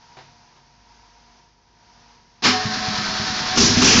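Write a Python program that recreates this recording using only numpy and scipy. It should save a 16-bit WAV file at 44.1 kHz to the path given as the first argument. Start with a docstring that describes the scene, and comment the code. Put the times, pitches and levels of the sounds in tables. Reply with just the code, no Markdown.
"""A small garage, a dull mono microphone near a bare four-cylinder car engine.
First a low hum and hiss, and a switch clicking on its panel. At 2.4 s the starter slams in; its gear
teeth rattle the flywheel under a whine while the cylinders chuff into the cold exhaust. From 3.6 s the
engine catches: bangs thump the pipe, crack on the metal, come back off the close walls and overload
the microphone."""
import sys
import numpy as np
from scipy import signal
from scipy.fft import rfft, irfft
from scipy.io import wavfile
from scipy.ndimage import uniform_filter1d

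SR = 44100
rng = np.random.default_rng(int(sys.argv[2]) if len(sys.argv) > 2 else 0)


def log_audio(samples):
    """Write samples as a 16-bit WAV file to the path given in sys.argv[1]."""
    # one column per channel
    frames = np.atleast_2d(samples).T
    # limit to full scale, then quantise
    limited = np.clip(frames, -1, 1)
    pcm = np.round(limited * 32767).astype(np.int16)
    wavfile.write(sys.argv[1], SR, pcm)


N = 176400
T = np.arange(N) / SR

# hum of the garage: pitch_hz, level_db
HUM_TONES = [(100, -75), (236.8, -70), (473.4, -76), (710.4, -68), (946, -67.5)]
# hiss with a narrow whir in it: frequency_hz, relative_db
HISS_SPECTRUM = [(25, -22.5), (140, -4.5), (300, -11), (520, -13.5), (780, -4.5), (880, 1.5), (940, 6.5),
                 (1000, 2.5), (1060, -7), (1600, -7), (3000, -11.5), (4000, -11), (4900, -6), (6300, -9),
                 (7500, -24.5)]
# swell of the hiss, which the hum follows: time_s, level_db
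HISS_LEVELS = [(0, -53), (.12, -52), (.4, -54), (.65, -56.5), (.82, -56.5), (.95, -53.5), (1.15, -54.5),
               (1.38, -54.5), (1.56, -62), (1.73, -60), (1.8, -56.5), (2.0, -53), (2.15, -53),
               (2.25, -57.5), (2.4, -56.5)]
# low murmur of the building: frequency_hz, relative_db
MURMUR_SPECTRUM = [(25, -6), (50, -2), (80, -3), (150, -0.5), (260, -10.5), (400, -9), (600, -15),
                   (1500, -55)]
# swell of the mains hum: time_s, level_db
MAINS_LEVELS = [(0, -68), (.7, -70), (.78, -62), (1.15, -61.5), (1.55, -67), (2.15, -65), (2.4, -64.5)]

# the switch clicks and the hand knocks about it: start_s, level_db, decay_s
SWITCH_KNOCKS = [(.167, -38, 0.017), (0.185, -44.5, 0.019), (0.212, -47.5, .018), (0.472, -57.5, 0.037),
                 (.56, -50.5, 0.018)]
# noise of a click: frequency_hz, relative_db
CLICK_SPECTRUM = [(100, -8), (350, -0.5), (500, 1), (650, 6), (1000, 4.5), (1600, 0), (2500, -2),
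                  (4500, -4), (7000, -16)]
# panel behind the switch: pitch_hz, level_db, t60_s
PANEL_MODES = [(136.6, -5, 0.79), (357, -2.5, 0.15)]

# solenoid and pinion slam home: start_s, level_db, decay_s
PINION_BLOWS = [(2.422, -18, 0.042), (2.437, -4, 0.022), (2.45, -2, 0.0175), (2.477, -13.5, 0.023)]
# crash of those blows: frequency_hz, relative_db
CRASH_SPECTRUM = [(60, -24.5), (130, -8), (260, 9), (600, -4), (1150, 5), (2300, 1.5), (3200, -0.5),
                  (5300, 3.5), (7500, -12)]
# ring of the chassis: pitch_hz, level_db, t60_s
CHASSIS_MODES = [(99.8, -10.5, 0.67), (202, -6.5, 0.48), (249.4, 3.5, 0.27), (426.5, -8.5, 0.8)]

# rattle of the starter gears: time_s, level_db
RATTLE_LEVELS = [(2.43, -37), (2.47, -22), (2.55, -31.5), (2.62, -27), (2.7, -27), (2.76, -25.5),
                 (2.85, -25.5), (2.98, -24.5), (3.1, -24.5), (3.3, -24), (3.55, -24), (3.7, -22),
                 (3.85, -18)]
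# noise of the teeth: frequency_hz, relative_db
GEAR_SPECTRUM = [(100, 1.5), (330, 2.5), (540, -5), (950, 3), (1650, 4.5), (2100, 1), (2900, -1),
                 (3600, 1.5), (4300, 4), (5300, 4), (6300, -2.5), (7500, -11)]
# flywheel and bell housing: pitch_hz, level_db, t60_s
HOUSING_MODES = [(627, -4, 0.12), (652.2, -4.5, 0.49), (753, 0, .2), (916, -3.5, .15), (1005, -5.5, 0.26),
                 (1075, -8.5, 0.21), (1308, -4, .2), (1545, -2.5, 0.27), (1665, -1.5, .15),
                 (1779, -0.5, 0.045), (3500, -1.5, 0.23), (4400, 2.5, 0.073), (4850, -4.5, .15),
                 (5230, -4, .2)]
# whine of the starter: time_s, level_db
WHINE_LEVELS = [(2.44, -45), (2.51, -37), (2.555, -25), (2.62, -35.5), (2.7, -35.5), (2.85, -39.5),
                (3.1, -47.5), (3.35, -38), (3.55, -39.5), (3.75, -44.5)]
# gear and motor tones: pitch_hz, relative_db
WHINE_TONES = [(739, 1), (1100, -7), (1660, -8), (1810, -5), (4210, -8)]

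# each cylinder pumps air out while cranking: start_s, level_db
CHUFF_STROKES = [(2.648, -23.5), (2.767, -28.5), (2.878, -26.5), (2.98, -30.5), (3.086, -30),
                 (3.193, -28.5), (3.295, -30.5), (3.402, -31), (3.504, -35.5)]
# cold exhaust pipe: pitch_hz, level_db, t60_s
COLD_PIPE_MODES = [(106.2, -5, 0.36), (212.5, 1.5, 0.44), (240, -12, 0.22)]
# puff of air: frequency_hz, relative_db
PUFF_SPECTRUM = [(30, -5), (110, 8.5), (260, 9.5), (500, -48.5), (2000, -31)]

# sharp cracks as the engine kicks: start_s, level_db
KICKS = [(3.572, -10), (3.819, -5), (3.969, -7.5)]
# metal of the engine: pitch_hz, level_db, t60_s
METAL_MODES = [(1032, -2, 0.057), (1175.6, 8.5, 0.033), (1300, -0.5, 0.049), (1421, 2, 0.06)]

# the cylinders fire: start_s, thump_db, blast_db, rasp_db
BANGS = [(3.556, -39, -18.5, -23), (3.573, -13, -5, -16), (3.602, -17, -4, -26), (3.63, -11.5, -12.5, -34),
         (3.657, -16, -14.5, -40), (3.699, -13.5, -22, -30.5), (3.737, -23, -30, -28),
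         (3.769, -7.5, -10.5, -22.5), (3.818, -11, -4.5, -14), (3.844, -9.5, -1.5, -14),
         (3.872, -13, -6.5, -10), (3.902, -22, -8.5, -14.5), (3.927, -20, -8, -14.5),
         (3.951, -6, -15, -14.5), (3.976, -3, -2.5, -16)]
# hot exhaust pipe: pitch_hz, level_db, t60_s
HOT_PIPE_MODES = [(52, -15.5, .2), (104.6, -2.5, 0.13), (142.9, -3.5, 0.074), (244.1, 4, .15),
                  (289, -7.5, 0.048), (394, -11, 0.059)]
# blast of gas: frequency_hz, relative_db
BLAST_SPECTRUM = [(40, -4), (120, 4), (290, 6.5), (430, 3), (580, -11), (1300, -7.5), (1900, -6),
                  (2600, -10), (3500, -5), (4700, 1.5), (5800, 4), (7500, -8)]
# rasp on the blast: frequency_hz, relative_db
RASP_SPECTRUM = [(300, -21), (800, -21), (1300, -3.5), (1900, -7), (2550, 7.5), (3200, 3.5), (4500, -16.5),
                 (7500, -28.5)]

PUSH_S = 0.00481  # rise of a soft push
TOP_HZ = 7500  # upper edge of the treble


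def undb(db):
    """Decibels to gain."""
    return 10 ** (np.asarray(db) / 20)


def unit(x):
    """Scale to rms 1."""
    return x / np.sqrt(np.mean(x ** 2))


def curve(rows):
    """Join (time_s, value) rows by straight lines."""
    return np.interp(T, *np.array(rows).T)


def walk(rate_hz):
    """Smooth random wander, spread near 1."""
    step = int(SR / rate_hz)
    stairs = np.repeat(rng.standard_normal(N // step + 1), step)
    return 1.2 * uniform_filter1d(stairs, step)[:N]


def tone(hz, clock=T, phase=0):
    """A sine at rms 1."""
    return np.sqrt(2) * np.sin(2 * np.pi * hz * clock + phase)


def colour(x, spectrum):
    """Filter x by (frequency_hz, relative_db) points, then scale to rms 1."""
    hz, db = np.array(spectrum).T
    bins_hz = np.maximum(np.fft.rfftfreq(N, 1 / SR), 1)
    gain = undb(np.interp(np.log(bins_hz), np.log(hz), db))
    return unit(irfft(rfft(x) * gain * (bins_hz < TOP_HZ) * (bins_hz > 20), N))


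def noise(spectrum):
    """Coloured noise at rms 1."""
    return colour(rng.standard_normal(N), spectrum)


def burst(start, decay_s, attack_s=0.0029):
    """Quick attack, exponential release."""
    age = np.maximum(T - start, 0)
    return (1 - np.exp(-age / attack_s)) * np.exp(-age / decay_s)


def ring(start, modes, scatter=0):
    """Modes set ringing by one soft push, each detuned at random by a share near scatter."""
    out, first = np.zeros(N), int(start * SR)
    age = T[:min(N - first, SR)]
    push = 1 - np.exp(-age / PUSH_S)
    for (hz, db, t60), chance in zip(modes, rng.standard_normal(len(modes))):
        wave = np.sin(2 * np.pi * hz * (1 + scatter * chance) * age)
        out[first:first + len(age)] += undb(db) * wave * np.exp(-np.log(1000) * age / t60) * push
    return out


def garage(x):
    """Add dense short reflections off the close walls."""
    t60_s, build_s, wet = 0.392, 0.0046, undb(-5)
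    age = T[:SR]
    tail = rng.standard_normal(SR) * np.exp(-np.log(1000) * age / t60_s) * (1 - np.exp(-age / build_s))
    low_cut = signal.butter(2, 350, "high", fs=SR, output="sos")
    tail = signal.sosfilt(low_cut, tail / np.linalg.norm(tail))
    return (x + wet * signal.fftconvolve(x, tail)[:N]) / np.hypot(1, wet)


def room_tone():
    """Mains hum and low murmur under a hiss and hum that swell and sink together."""
    hiss_db = curve(HISS_LEVELS)
    hum = sum(undb(db + 2.0 * walk(4.3)) * tone(hz, phase=0.79 * walk(21)) for hz, db in HUM_TONES)
    hum *= undb(hiss_db - hiss_db.mean())
    mains = undb(curve(MAINS_LEVELS)) * tone(hz=50, phase=.5 * walk(10))
    hiss = undb(hiss_db) * noise(HISS_SPECTRUM)
    murmur = undb(-64) * noise(MURMUR_SPECTRUM)
    return hiss + hum + mains + murmur


def switch():
    """Small clicks, each with a low ring of the panel behind it."""
    click = noise(CLICK_SPECTRUM)
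    return sum(undb(db) * (burst(start, decay_s) * click + undb(-1.5) * ring(start, PANEL_MODES))
               for start, db, decay_s in SWITCH_KNOCKS)


def pinion_slam():
    """The pinion crashes into the ring gear; the hardest blow rings the chassis."""
    blows = sum(undb(db) * burst(start, decay_s, attack_s=0.0095) for start, db, decay_s in PINION_BLOWS)
    start, db, _ = max(PINION_BLOWS, key=lambda row: row[1])
    return blows * noise(CRASH_SPECTRUM) + undb(db - 13) * ring(start, CHASSIS_MODES)


def gear_rattle(load):
    """Uneven tooth impacts scrape and ring the housing; speed and level swing with the load."""
    tooth_hz, jitter_teeth, scatter_db = 738, .28, 2.5
    speed_swing, swing_db = .04, 1.4
    teeth = np.cumsum(tooth_hz * (1 + speed_swing * load + .01 * walk(20))) / SR
    contacts = np.flatnonzero(np.diff(np.floor(teeth)))
    late, size = rng.standard_normal((len(contacts), 2)).T
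    contacts += (late * jitter_teeth * SR / tooth_hz).astype(int)
    hits = np.zeros(N)
    hits[np.clip(contacts, 0, N - 1)] = undb(scatter_db * size)
    scrape = hits + 0.32 * rng.standard_normal(N) * np.exp(-(teeth % 1) / .5)
    housing = unit(signal.fftconvolve(scrape, ring(0, HOUSING_MODES)[:SR])[:N])
    gears = colour(scrape, GEAR_SPECTRUM) * undb(swing_db * load)
    return undb(curve(RATTLE_LEVELS)) * (gears + undb(-11.5) * housing)


def starter():
    """The motor rattles its gears under a wavering whine, labouring at every compression."""
    lead_strokes, waver, flutter_db = .15, .007, 2.5
    stroke_times = np.array(CHUFF_STROKES)[:, 0]
    stroke = np.interp(T, stroke_times, np.arange(len(stroke_times)))
    load = np.cos(2 * np.pi * (stroke + lead_strokes))
    rattle = gear_rattle(load)
    shaft_clock = np.cumsum(1 + waver * (load + walk(40))) / SR
    whine = sum(undb(db + flutter_db * walk(30.12)) * tone(hz, shaft_clock) for hz, db in WHINE_TONES)
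    engaged = T > PINION_BLOWS[0][0]
    return (rattle + undb(curve(WHINE_LEVELS)) * whine) * engaged


def pipe_whoop(start, from_hz, to_hz):
    """A pressure pulse drawn out into a short rising whoop: the lowest notes leave the pipe first."""
    glide_s = 0.0215
    age = np.maximum(T - start, 0)
    turns = to_hz * age - (to_hz - from_hz) * glide_s * (1 - np.exp(-age / glide_s))
    detune = 1 + .05 * rng.standard_normal()
    return np.sin(2 * np.pi * turns * detune) * burst(start, decay_s=0.029, attack_s=PUSH_S)


def chuffs():
    """Unfired cylinders puff into the cold exhaust."""
    air, out = noise(PUFF_SPECTRUM), np.zeros(N)
    for start, db in CHUFF_STROKES:
        pipe = ring(start, COLD_PIPE_MODES, scatter=0.017)
        whoop = undb(1.5) * pipe_whoop(start, from_hz=71, to_hz=223.5)
        puff = undb(1) * air * burst(start, decay_s=0.028, attack_s=PUSH_S)
        out += undb(db) * (pipe + whoop + puff)
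    return out


def metal_cracks():
    """The hardest kicks knock on the metal of the engine."""
    return sum(undb(db) * ring(start, METAL_MODES, scatter=.015) for start, db in KICKS)


def exhaust_bangs():
    """Each firing thumps the pipe and lets out a hissing, rasping blast of gas."""
    thumps, blasts, rasps = np.zeros((3, N))
    for start, thump_db, blast_db, rasp_db in BANGS:
        pipe = ring(start, HOT_PIPE_MODES, scatter=.015)
        whoop = undb(-1.5) * pipe_whoop(start, from_hz=69.4, to_hz=348.7)
        thumps += undb(thump_db) * (pipe + whoop)
        gas = burst(start, decay_s=0.03022)
        blasts += undb(blast_db) * gas
        rasps += undb(rasp_db) * gas
    return thumps + blasts * noise(BLAST_SPECTRUM) + rasps * noise(RASP_SPECTRUM)


def scene():
    """What reaches the microphone in the garage, the same in both channels."""
    direct = switch() + pinion_slam() + starter() + chuffs() + exhaust_bangs() + metal_cracks()
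    mono = garage(direct) + room_tone()
    return np.array([mono, mono])


def record(dry):
    """The microphone loses the top treble and overloads on the bangs."""
    mic_hz, ceiling = 6870, 0.35
    dull = signal.sosfilt(signal.butter(4, mic_hz, fs=SR, output="sos"), dry)
    clipped = ceiling * np.tanh(dull / ceiling)
    return signal.sosfiltfilt(signal.butter(14, TOP_HZ, fs=SR, output="sos"), clipped)


dry = scene()
out = record(dry)
log_audio(out)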